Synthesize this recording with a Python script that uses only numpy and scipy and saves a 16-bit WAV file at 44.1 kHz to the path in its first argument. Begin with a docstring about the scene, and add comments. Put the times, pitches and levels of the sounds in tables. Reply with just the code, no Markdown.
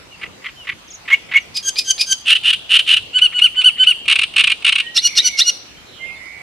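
"""Over a faint outdoor hush and a far chirp, a reed warbler starts ticking dryly beside a pond.
It builds into harsh rattles and repeated squeaky syllables as its syrinx flips between clean tones
and chaotic pulsing that rings its throat and beak. Water, reeds and the far bank answer the song.
Other birds chirp, whistle and twitter in the distance, and one soft knock falls near the end.
A fast limiter holds down the loudest notes."""
import sys
import numpy as np
from scipy import signal
from scipy.fft import rfft, irfft, next_fast_len
from scipy.io import wavfile
from scipy.ndimage import uniform_filter1d, minimum_filter1d, map_coordinates

SR = 44100
rng = np.random.default_rng(int(sys.argv[2]) if len(sys.argv) > 2 else 0)


def output_pcm(signal):
    """Save a mono or channel-first signal as 16-bit PCM at the path in sys.argv[1].

    Samples are clipped to [-1, 1] before scaling.
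    """
    pcm = np.clip(np.atleast_2d(signal).T, -1, 1) * 32767
    wavfile.write(sys.argv[1], SR, np.round(pcm).astype(np.int16))


N = 283122


def amp(db):
    """Decibels to gain."""
    return 10 ** (np.asarray(db) / 20)


def unit(x):
    """Scale to rms 1."""
    return x / np.sqrt(np.mean(x ** 2) + 1e-20)


def along(points, hz):
    """Read a curve of (freq_hz, value) points on a log frequency axis."""
    freqs, values = np.transpose(points)
    return np.interp(np.log(hz + 1), np.log(freqs + 1), values)


def wobble(rate, size):
    """A smooth random curve with rate knots a second."""
    knots = rng.standard_normal(int(size * rate / SR) + 4)
    return map_coordinates(knots, [np.arange(size) * rate / SR])


def filtered(x, response):
    """Equalise x with a gain that is a function of frequency."""
    size = next_fast_len(N + SR // 2)
    return irfft(rfft(x, size) * response(np.fft.rfftfreq(size, 1 / SR)), size)[..., :N]


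def add(track, start_s, sound):
    """Mix a sound into a track."""
    part = track[..., max(round(start_s * SR), 0):][..., :sound.shape[-1]]
    part += sound[..., :part.shape[-1]]


# Colour of the ambience: freq_hz, level_db
HUSH_SPECTRUM = [(15, -43), (25, -11), (65, -2), (331, -4.5), (598, -6.5), (1950, -9.5), (2850, -6.5),
                 (3340, -10.5), (5010, -13.5), (13000, -27.5), (15500, -37)]
# How alike its left and right are: freq_hz, correlation
HUSH_LIKENESS = [(60, 0.51), (950, 0.15), (15000, -0.42)]

def hush(level_db=-45.5, patchy_db=2.5):
    """Faint air, water and far-off country noise, gently patchy and narrowest in the bass."""
    spectra = signal.stft(rng.standard_normal((2, N)), nperseg=512)[2]
    patches = uniform_filter1d(rng.standard_normal(spectra.shape[1:]), size=5, axis=0)
    patches = uniform_filter1d(patches, size=14, axis=1)
    noise = signal.istft(spectra * amp(patchy_db * unit(patches)), nperseg=512)[1][:, :N]
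    width = lambda hz: np.arccos(np.clip(along(HUSH_LIKENESS, hz), -1, 1)) / 2
    colour = lambda hz: amp(along(HUSH_SPECTRUM, hz)) * [np.cos(width(hz)), np.sin(width(hz))]
    mid, side = filtered(noise, colour)
    return amp(level_db) * np.array([mid + side, mid - side]) / np.std(mid)


def whistle(pitch):
    """A small bird's pure note, with soft ends and a slightly unsteady level."""
    size = len(pitch)
    level = amp(2 * wobble(90, size)) * signal.windows.tukey(size, .5)
    return np.sqrt(2) * np.sin(2 * np.pi * np.cumsum(pitch) / SR) * level


# Far chirps: start_s, length_s, first_hz, last_hz, level_db
CHIRP_NOTES = [(0.108, 0.055, 2900, 2600, -42.5), (0.552, 0.105, 3140, 2640, -42.5),
               (0.876, 0.017, 6500, 4900, -44), (.884, .036, 3650, 3020, -48),
               (0.901, 0.029, 6850, 4500, -37), (.931, 0.034, 7080, 5270, -35),
               (1.395, 0.04, 6500, 5370, -47), (4.825, .045, 2250, 2700, -42),
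               (4.863, 0.021, 3106, 2880, -29), (5.012, .04, 2220, 2700, -39),
               (5.765, .042, 3100, 3170, -47), (6.148, .05, 3580, 3520, -48)]

def distant_chirps():
    """Short notes whose pitch bends ever faster."""
    out = np.zeros(N)
    for start_s, length_s, first_hz, last_hz, db in CHIRP_NOTES:
        progress = np.linspace(0, 1, int(length_s * SR))
        add(out, start_s, amp(db) * whistle(first_hz + (last_hz - first_hz) * progress ** 1.7))
    return out


def ring(spectrum, size=1024):
    """The minimum-phase ring that one pulse leaves in a cavity with this spectrum."""
    cepstrum = irfft(np.log(amp(along(spectrum, np.fft.rfftfreq(size, 1 / SR)))))
    causal_fold = 1 + np.sign(size // 2 - np.arange(size)) * (np.arange(size) > 0)
    return irfft(np.exp(rfft(cepstrum * causal_fold)))


def rasp(throat, size, slap_hz=1150, uneven=.45, air=.012, steady_s=.005):
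    """Chaotic syrinx: uneven slaps ring the throat, at the steady power that the air flow supplies."""
    gaps = np.exp(uneven * rng.standard_normal(int(2 * size * slap_hz / SR) + 8))
    at = np.cumsum(gaps) * SR / slap_hz
    slaps = np.bincount(at[at < size].astype(int), minlength=size) + air * rng.standard_normal(size)
    voice = signal.fftconvolve(slaps, ring(throat))[:size]
    power = np.abs(uniform_filter1d(voice ** 2, int(steady_s * SR)))
    return voice / np.sqrt(power + 1e-12)


def rattle(puffs, throat, length_s, edge, tail_db, tail_s=.0061, lead_s=.0011, split_hz=5500):
    """Puffs of air drive the rasp; each starts bright and dies away in a short, dull tail."""
    t = np.arange(N) / SR
    body_power, treble_power = np.zeros((2, N))
    puff = lambda age: np.exp(-np.abs(2 * age / length_s) ** edge / 2)  # a higher edge is squarer
    for centre_s, db in puffs:
        near = slice(max(int((centre_s - .1) * SR), 0), int((centre_s + .1) * SR))
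        age = t[near] - centre_s
        tail = amp(tail_db) * (age > 0) * np.exp(-np.abs(age) / (2 * tail_s))
        body_power[near] += (amp(db) * np.maximum(puff(age), tail)) ** 2
        treble_power[near] += 2 * (amp(db) * puff(age) * puff(age + lead_s)) ** 2
    voice = rasp(throat, N)
    body = filtered(voice, lambda hz: 1 / (1 + (hz / split_hz) ** 10))
    return np.sqrt(body_power) * body + np.sqrt(treble_power) * (voice - body)


def beats(phrases, rhythm):
    """Play one rhythm in every phrase, giving puffs as (centre_s, level_db)."""
    return [(accent_s + stretch * offset_s, phrase_db + db)
            for accent_s, phrase_db, stretch in phrases for offset_s, db in rhythm]


# Tick phrases: accent_s, level_db, stretch_ratio
TICK_PHRASES = [(.238, -23.5, .9), (.466, -21, .9), (.697, -18.5, 1)]
# Puffs of one phrase: offset_s, level_db
TICK_PUFFS = [(-.042, -22.5), (-.019, -8), (0, -0.5), (0.027, -12)]
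# Throat and beak resonance, also for kreks and grunts: freq_hz, gain_db
TICK_THROAT = [(600, -44), (850, -31.5), (1120, -17), (1400, -19), (1800, -11.5), (2050, -1.5), (2640, -9),
               (3200, -13), (5300, -38.5), (15000, -60.5)]

def ticks():
    """Dry ticks: three puffs grow quickly to the accent and a soft one trails."""
    return rattle(beats(TICK_PHRASES, TICK_PUFFS), TICK_THROAT, length_s=.0135, edge=6, tail_db=-18)


def gesture(attack_s, hold_s, release_s, swell=2, ebb=.66, glide_per_s=0, scoop=0, droop=0,
            droop_power=2, rough=.02, fray=.45, crack=0, crack_s=0, sag_db=0, sag_s=0):
    """One push of air swells, holds and ebbs; the tone scoops, glides, droops and frays at its ends."""
    t = np.arange(-attack_s - hold_s / 2, hold_s / 2 + release_s, 1 / SR)  # 0 is mid-hold
    rise = np.clip((-t - hold_s / 2) / attack_s, 0, 1)
    fall = np.clip((t - hold_s / 2) / release_s, 0, 1)
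    position = np.linspace(-1, 1, len(t))
    scooping = scoop * np.maximum(-position, 0) ** 3.76
    drooping = droop * np.maximum(position, 0) ** droop_power
    cracking = crack * np.exp(-((t - crack_s) / .0045) ** 2)  # a brief rasp that kicks the pitch up
    pitch_ratio = 1 + glide_per_s * t + .045 * cracking - scooping - drooping
    sag = sag_db * np.exp(-((t - sag_s) / .003) ** 2)
    effort_db = -24 * (rise ** swell + fall ** ebb) - sag
    roughness = np.clip(rough + fray * (rise + fall) ** 3.04 + cracking, 0, 1)
    return t, pitch_ratio, effort_db, roughness


def syllables(notes, shape, harmonics, jitter=.0077, shimmer_db=3.5, flutter=.036, rasp_db_per_oct=0):
    """Sing one gesture on every note: a harmonic tone that breaks into rasp where it is rough."""
    out = np.zeros(N)
    t, pitch_ratio, effort_db, roughness = shape
    size = len(t)
    fade = signal.windows.tukey(size, .12)
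    tilt_db_per_oct = .1 * effort_db  # more effort, stronger overtones
    for centre_s, hz, db in notes:
        arch = pitch_ratio ** rng.normal(1, .22)  # each note bends by its own amount
        waver = 1 + jitter * wobble(169.4, size) + flutter * np.sqrt(roughness) * wobble(901.6, size)
        phase = 2 * np.pi * np.cumsum(hz * arch * waver) / SR
        tone = np.zeros(size)
        for k, level in enumerate(harmonics, 1):
            gain = amp(level + tilt_db_per_oct * np.log2(k / 2) + shimmer_db * wobble(108, size))
            tone += gain * np.sin(k * phase + rng.uniform(0, 2 * np.pi))
        # The rasp passes the same throat as the harmonics and falls away beyond them.
        throat = [(k * hz, level) for k, level in enumerate(harmonics, 1)]
        throat = [(hz / 2, harmonics[0] - 30), *throat, (SR / 2, harmonics[-1] - 14)]
        throat = [(freq, level + rasp_db_per_oct * np.log2(freq / hz)) for freq, level in throat]
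        voice = np.sqrt(1 - roughness) * unit(tone) + np.sqrt(roughness) * rasp(throat, size)
        add(out, centre_s + t[0], amp(db + effort_db) * fade * voice)
    return out


# Krek notes: centre_s, pitch_hz, level_db
KREK_NOTES = [(1.132, 1101, -8), (1.367, 1107, -7.5)]
# Their harmonics, from the fundamental up: level_db
KREK_HARMONICS = [-33, 0, -24, -42, -49, -46, -54, -58]
# Lead-in ticks and the snap: offset_s, level_db
KREK_PUFFS = [(-.072, -32.5), (-.045, -15.5), (-.023, -10)]
SNAP_PUFF = [(.0036, -20.5)]
# Bright throat resonance of the snap: freq_hz, gain_db
SNAP_THROAT = [(1000, -36), (3000, 1), (5000, -14.5), (6800, -6.5), (9000, -21), (12000, -19.5),
               (15500, -28)]

def kreks(leap_ratio=1.27, leap_s=.012, leap_db=-9):
    """Three growing ticks burst into a loud tone, which snaps and leaps to a higher, rougher note."""
    phrases = [(s, db, 1) for s, hz, db in KREK_NOTES]
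    leaps = [(s + leap_s, hz * leap_ratio, db + leap_db) for s, hz, db in KREK_NOTES]
    low = gesture(attack_s=.013, hold_s=.017, release_s=.019, ebb=.76, glide_per_s=.81,
                  rough=.06, fray=.31, crack=.36, crack_s=.015)
    high = gesture(attack_s=.0046, hold_s=.01, release_s=.0086, rough=.25)
    return (rattle(beats(phrases, KREK_PUFFS), TICK_THROAT, length_s=.015, edge=6.7, tail_db=-39)
            + rattle(beats(phrases, SNAP_PUFF), SNAP_THROAT, length_s=.016, edge=1, tail_db=-25)
            + syllables(KREK_NOTES, low, KREK_HARMONICS, jitter=.016)
            + syllables(leaps, high, KREK_HARMONICS, jitter=.016))


# Tsik and wheeze notes: centre_s, pitch_hz, level_db
TSIK_NOTES = [(1.572, 2502, -15), (1.791, 2484, -11), (2.014, 2470, -10)]
WHEEZE_NOTES = [(1.691, 1577, -13.5), (1.912, 1549, -11.5), (2.128, 1555, -10.5)]
# Their harmonics, from the fundamental up: level_db
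TSIK_HARMONICS = [-12, -1.5, -21.5, -20.5, -35, -41]
WHEEZE_HARMONICS = [-19, -4, -8.5, -1.5, -19, -19, -26, -34, -41, -45.5]

def tsik_wheezes():
    """A sharp, arched high note alternates with a slowly swelling wheeze; both crack at their peak."""
    tsik = gesture(attack_s=.03, hold_s=.0043, release_s=.037, swell=1, ebb=.95,
                   scoop=.0768, droop=.073, rough=.09, fray=1, crack=.625, crack_s=.00085)
    wheeze = gesture(attack_s=.064, hold_s=.008, release_s=.022, swell=.94, ebb=.47,
                     glide_per_s=-.503, rough=.03, fray=.3, crack=.22, crack_s=.002)
    return (syllables(TSIK_NOTES, tsik, TSIK_HARMONICS, jitter=.008, rasp_db_per_oct=2)
            + syllables(WHEEZE_NOTES, wheeze, WHEEZE_HARMONICS, jitter=.01, rasp_db_per_oct=6))


# Clicks: centre_s, level_db
BEAK_CLICKS = [(1.759, -24), (1.981, -22.5), (5.154, -26)]
# Ring of the beak: freq_hz, gain_db
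BEAK_RING = [(1500, -18.5), (2200, -12), (4200, -0.5), (6500, -22), (14000, -37)]

def beak_clicks():
    """A tiny, bright click of the beak just before some notes."""
    return rattle(BEAK_CLICKS, BEAK_RING, length_s=.0024, edge=5.9, tail_db=-3.5)


# Churr phrases: accent_s, level_db, stretch_ratio
CHURR_PHRASES = [(2.331, -3.5, 0.91), (2.507, -5.5, 0.93), (2.768, -3, 0.92), (2.942, -4, 0.97)]
# Puffs of one phrase: offset_s, level_db
CHURR_PUFFS = [(-.075, -19), (-.063, -12), (-.051, -6), (-.038, -7), (-.026, -2.5), (-.0125, -4.5), (0, -2),
               (0.03, -6), (0.041, -12.5)]
# Throat and beak resonance: freq_hz, gain_db
CHURR_THROAT = [(650, -86), (1120, -39), (1530, -28), (2200, -27), (2600, -11), (2950, -4), (3300, -15),
                (3900, -22.5), (5000, -35), (7100, -42), (9200, -35), (12300, -56), (15500, -67)]

def churrs():
    """A soft lead-in, a fast roll that swells to the accent, a gap and a closing double puff."""
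    puffs = beats(CHURR_PHRASES, CHURR_PUFFS)
    return rattle(puffs, CHURR_THROAT, length_s=.0095, edge=2.3, tail_db=-10.5, lead_s=.0008)


# Kee and keer notes: centre_s, pitch_hz, level_db
KEE_NOTES = [(3.174, 1497, -12), (3.376, 1479, -14), (3.599, 1511, -12), (3.822, 1522, -10)]
KEER_NOTES = [(3.238, 1501, -7), (3.439, 1500, -6), (3.664, 1504, -6), (3.89, 1502, -6)]
# Their harmonics, from the fundamental up: level_db
KEE_HARMONICS = [-22, 0, -23.5, -40, -28, -32, -42, -53]
KEER_HARMONICS = [-24, -1, -23, -31.5, -38, -26, -36.5, -43, -49, -47]
# Single puffs, a grunt before each later kee and a rasp ending every kee: centre_s, level_db
GRUNT_PUFFS = [(3.331, -31.5), (3.552, -39), (3.777, -35)]
RASP_PUFFS = [(3.191, -18), (3.395, -17), (3.62, -19), (3.844, -17.5)]

def kee_keers():
    """Paired arches that fall steeply: a clear kee, then a hoarse keer that sags briefly and frays."""
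    kee = gesture(attack_s=.036, hold_s=.018, release_s=.017, swell=1.7, ebb=2.2,
                  scoop=.09, droop=.36, droop_power=7, rough=.002, fray=.14)
    keer = gesture(attack_s=.013, hold_s=.035, release_s=.022, swell=.9, ebb=1.3,
                   scoop=.2, droop=.29, droop_power=3, rough=.004, fray=.16, sag_db=3.5, sag_s=-.008)
    return (syllables(KEE_NOTES, kee, KEE_HARMONICS, jitter=.007, shimmer_db=1.8, rasp_db_per_oct=2)
            + syllables(KEER_NOTES, keer, KEER_HARMONICS, jitter=.009, shimmer_db=2.8,
                        flutter=.13, rasp_db_per_oct=4)
            + rattle(GRUNT_PUFFS, TICK_THROAT, length_s=.014, edge=2.9, tail_db=-14)
            + rattle(RASP_PUFFS, CLACK_THROAT, length_s=.012, edge=2.1, tail_db=-14))


# Clack phrases: accent_s, level_db, stretch_ratio
CLACK_PHRASES = [(4.086, -8.5, 0.99), (4.368, -7.5, 1), (4.652, -9, 0.997)]
# Puffs of one phrase: offset_s, level_db
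CLACK_PUFFS = [(-.026, -20.5), (0, -0.5), (0.0164, -0.5), (0.0305, 0), (0.043, 0), (0.0761, -1),
               (.1088, -1.5), (0.1358, -4.5), (0.153, -3)]
# Throat and beak resonance, also for the rasp ending a kee: freq_hz, gain_db
CLACK_THROAT = [(700, -53), (1100, -25), (1500, -21.5), (2000, -19.5), (2400, -3.5), (2800, -1.5),
                (3300, -10.5), (4000, -15.5), (5000, -28), (7100, -36.5), (9000, -25), (11500, -53),
                (15500, -61)]

def clacks():
    """A faint lead-in, a roll of four, two separate beats and a weaker closing pair."""
    puffs = beats(CLACK_PHRASES, CLACK_PUFFS)
    return rattle(puffs, CLACK_THROAT, length_s=.0095, edge=3.6, tail_db=-8.5, tail_s=.0055, lead_s=.002)


# Far whistles: start_s, length_s, first_hz, last_hz, level_db, trill_depth_hz, trill_rate_hz
WHISTLE_NOTES = [(4.815, 0.11, 1840, 1898, -39, -7, -2), (5.318, 0.075, 2182, 2130, -33, 60, 18),
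                 (5.84, 0.16, 4100, 3750, -51, 355, 110.5), (5.911, 0.16, 3220, 2950, -45, 257, 109.5),
                 (6.037, .13, 2686, 2426, -45, 260, 67), (5.98, 0.21, 2085, 2148, -33.5, 8, -8),
                 (6.119, 0.37, 2100, 2190, -40, 195, 93)]

def distant_whistles():
    """Notes that glide and settle while an uneven trill rocks their pitch."""
    out = np.zeros(N)
    for start_s, length_s, first_hz, last_hz, db, depth_hz, rate_hz in WHISTLE_NOTES:
        progress = np.linspace(0, 1, int(length_s * SR))
        trill_phase = 2 * np.pi * rate_hz * length_s * progress + .7 * wobble(45, len(progress))
        glide = last_hz + (first_hz - last_hz) * (1 - progress) ** 1.385
        add(out, start_s, amp(db) * whistle(glide + depth_hz * signal.sawtooth(trill_phase, .3)))
    return out


# Chaff, whip and squeal notes: centre_s, pitch_hz, level_db
CHAFF_NOTES = [(4.972, 1393, -10), (5.181, 1427, -6.5), (5.397, 1415, -8)]
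WHIP_NOTES = [(4.988, 1943, -10), (5.198, 1902, -8.5), (5.416, 1920, -7)]
SQUEAL_NOTES = [(5.065, 1444, -10), (5.271, 1474, -10), (5.49, 1448, -11.5)]
# Their harmonics, from the fundamental up: level_db
CHAFF_HARMONICS = [-24, -10, -5, 0.5, -19.5, -19.5, -23, -28.5, -35, -35, -50]
WHIP_HARMONICS = [-26, -5.5, -32, -38, -34, -46, -54]
SQUEAL_HARMONICS = [-16.5, 1, -0.5, 8, -12, -12.5, -15, -24, -26, -47]

def chaff_squeals():
    """A harsh chaff clears into a rising whip; a longer squeal follows and cracks as it ends."""
    chaff = gesture(attack_s=.023, hold_s=.009, release_s=.012, swell=.72, ebb=1.3, rough=.42, fray=1)
    whip = gesture(attack_s=.0072, hold_s=.013, release_s=.02, swell=2.7, ebb=.4,
                   glide_per_s=6.5, scoop=.037, droop=.05, rough=.05, fray=.66)
    squeal = gesture(attack_s=.042, hold_s=.018, release_s=.016, swell=1.05, ebb=1.08,
                     scoop=.014, droop=.03, rough=.02, fray=.3, crack=.25, crack_s=.012)
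    return (syllables(CHAFF_NOTES, chaff, CHAFF_HARMONICS)
            + syllables(WHIP_NOTES, whip, WHIP_HARMONICS)
            + syllables(SQUEAL_NOTES, squeal, SQUEAL_HARMONICS, jitter=.007, shimmer_db=3))


def distant_twitter(start_s=5.078, end_s=5.3, notes_per_s=39, note_s=.023, level_db=-34):
    """A quick run of separate rising notes, each tuned a little differently."""
    out = np.zeros(N)
    rise_hz = np.linspace(2030, 2440, int(note_s * SR))
    for at_s in np.arange(start_s, end_s, 1 / notes_per_s):
        add(out, at_s, amp(level_db) * whistle(rise_hz * rng.normal(1, .012)))
    return out


# Colour of the knock: freq_hz, level_db
KNOCK_SPECTRUM = [(40, -13), (150, -1), (700, -8), (1800, 12), (4000, -25)]

def knock(start_s=6.038, level_db=-42, decay_s=.008):
    """One soft, dull knock nearby: a burst of noise that dies quickly."""
    age = np.arange(N) / SR - start_s
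    thud = unit(filtered(rng.standard_normal(N), lambda hz: amp(along(KNOCK_SPECTRUM, hz))))
    return amp(level_db) * thud * (age > 0) * np.exp(-np.abs(age) / decay_s)


# Bounces off the water and the stems: delay_s
BOUNCE_DELAYS = [.00456, .00476]
# Their strengths, negative to invert: gain_ratio
BOUNCE_GAINS = [.27, -.23]

def with_close_reflections(song, dull_hz=5000):
    """Water and stems comb the song, so that a gliding note swells and dips."""
    bounces = lambda hz: sum(gain * np.exp(-2j * np.pi * hz * delay_s)
                             for delay_s, gain in zip(BOUNCE_DELAYS, BOUNCE_GAINS))
    return filtered(song, lambda hz: 1 + bounces(hz) / (1 + (hz / dull_hz) ** 4))


def reverb(x, decay, delay_s):
    """Diffuse answer of the surroundings, different at each ear; decay lists (freq_hz, t60_s)."""
    hz, t, spectra = signal.stft(rng.standard_normal((2, SR)), SR, nperseg=256)
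    tail = signal.istft(spectra * amp(-60 * t / along(decay, hz)[:, None]), SR, nperseg=256)[1]
    tail = np.pad(tail / np.linalg.norm(tail[0]), ((0, 0), (int(delay_s * SR), 0)))
    return signal.fftconvolve(np.atleast_2d(x), tail, axes=1)[:, :N]


# Colour of all that comes back from afar: freq_hz, gain_db
FAR_EQ = [(1000, -13), (2200, -9), (3000, 3), (4200, 7), (6000, 3), (12000, 12.5)]
# Distinct echoes: delay_s, send_db
ECHO_TAPS = [(.056, -32), (0.086, -34)]
# Ring of the far bank: freq_hz, t60_s
BANK_DECAY = [(2500, .95), (6000, .62), (12000, 0.1)]

def far_bank(song, wash_send_db=-26, flutter_per_s=520, echo_low_cut_hz=2600):
    """The bank returns two treble echoes and a tail that flutters pure notes into a soft wash."""
    carried = filtered(song, lambda hz: amp(along(FAR_EQ, hz)))
    treble = filtered(carried, lambda hz: 1 - 1 / (1 + (hz / echo_low_cut_hz) ** 10))
    echoes = np.zeros(N)
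    for delay_s, db in ECHO_TAPS:
        add(echoes, delay_s, amp(db) * treble)
    flutter = unit(wobble(flutter_per_s, N))
    return echoes + amp(wash_send_db) * reverb(carried * flutter, BANK_DECAY, delay_s=.028)


def scene():
    """The warbler just ahead, close reeds and the far bank around it, other birds beyond."""
    ahead, right = amp([[-.3], [.3]]), amp([[-5], [5]])  # left and right gains
    song = (beak_clicks() + ticks() + kreks() + tsik_wheezes() + churrs()
            + kee_keers() + clacks() + chaff_squeals())
    birds = distant_chirps() + right * (distant_whistles() + distant_twitter())
    reeds = amp(-11) * reverb(song, [(2000, .11), (9000, .12)], delay_s=.0005)
    warbler = ahead * with_close_reflections(song) + reeds + far_bank(song)
    bird_tails = amp(-6) * reverb(birds, [(2000, .5), (6000, .14)], delay_s=.0056)
    return warbler + birds + bird_tails + knock() + hush()


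def record(dry, ceiling=.99, reaction_s=.001, top_hz=15700):
    """A fast limiter holds down the loudest peaks; a steep high cut follows."""
    size = int(reaction_s * SR)
    needed = ceiling / np.maximum(np.abs(dry), ceiling)
    gain = uniform_filter1d(minimum_filter1d(needed, size, axis=1), size, axis=1)
    return filtered(dry * gain, lambda hz: hz < top_hz)


dry = scene()
out = record(dry)
output_pcm(out)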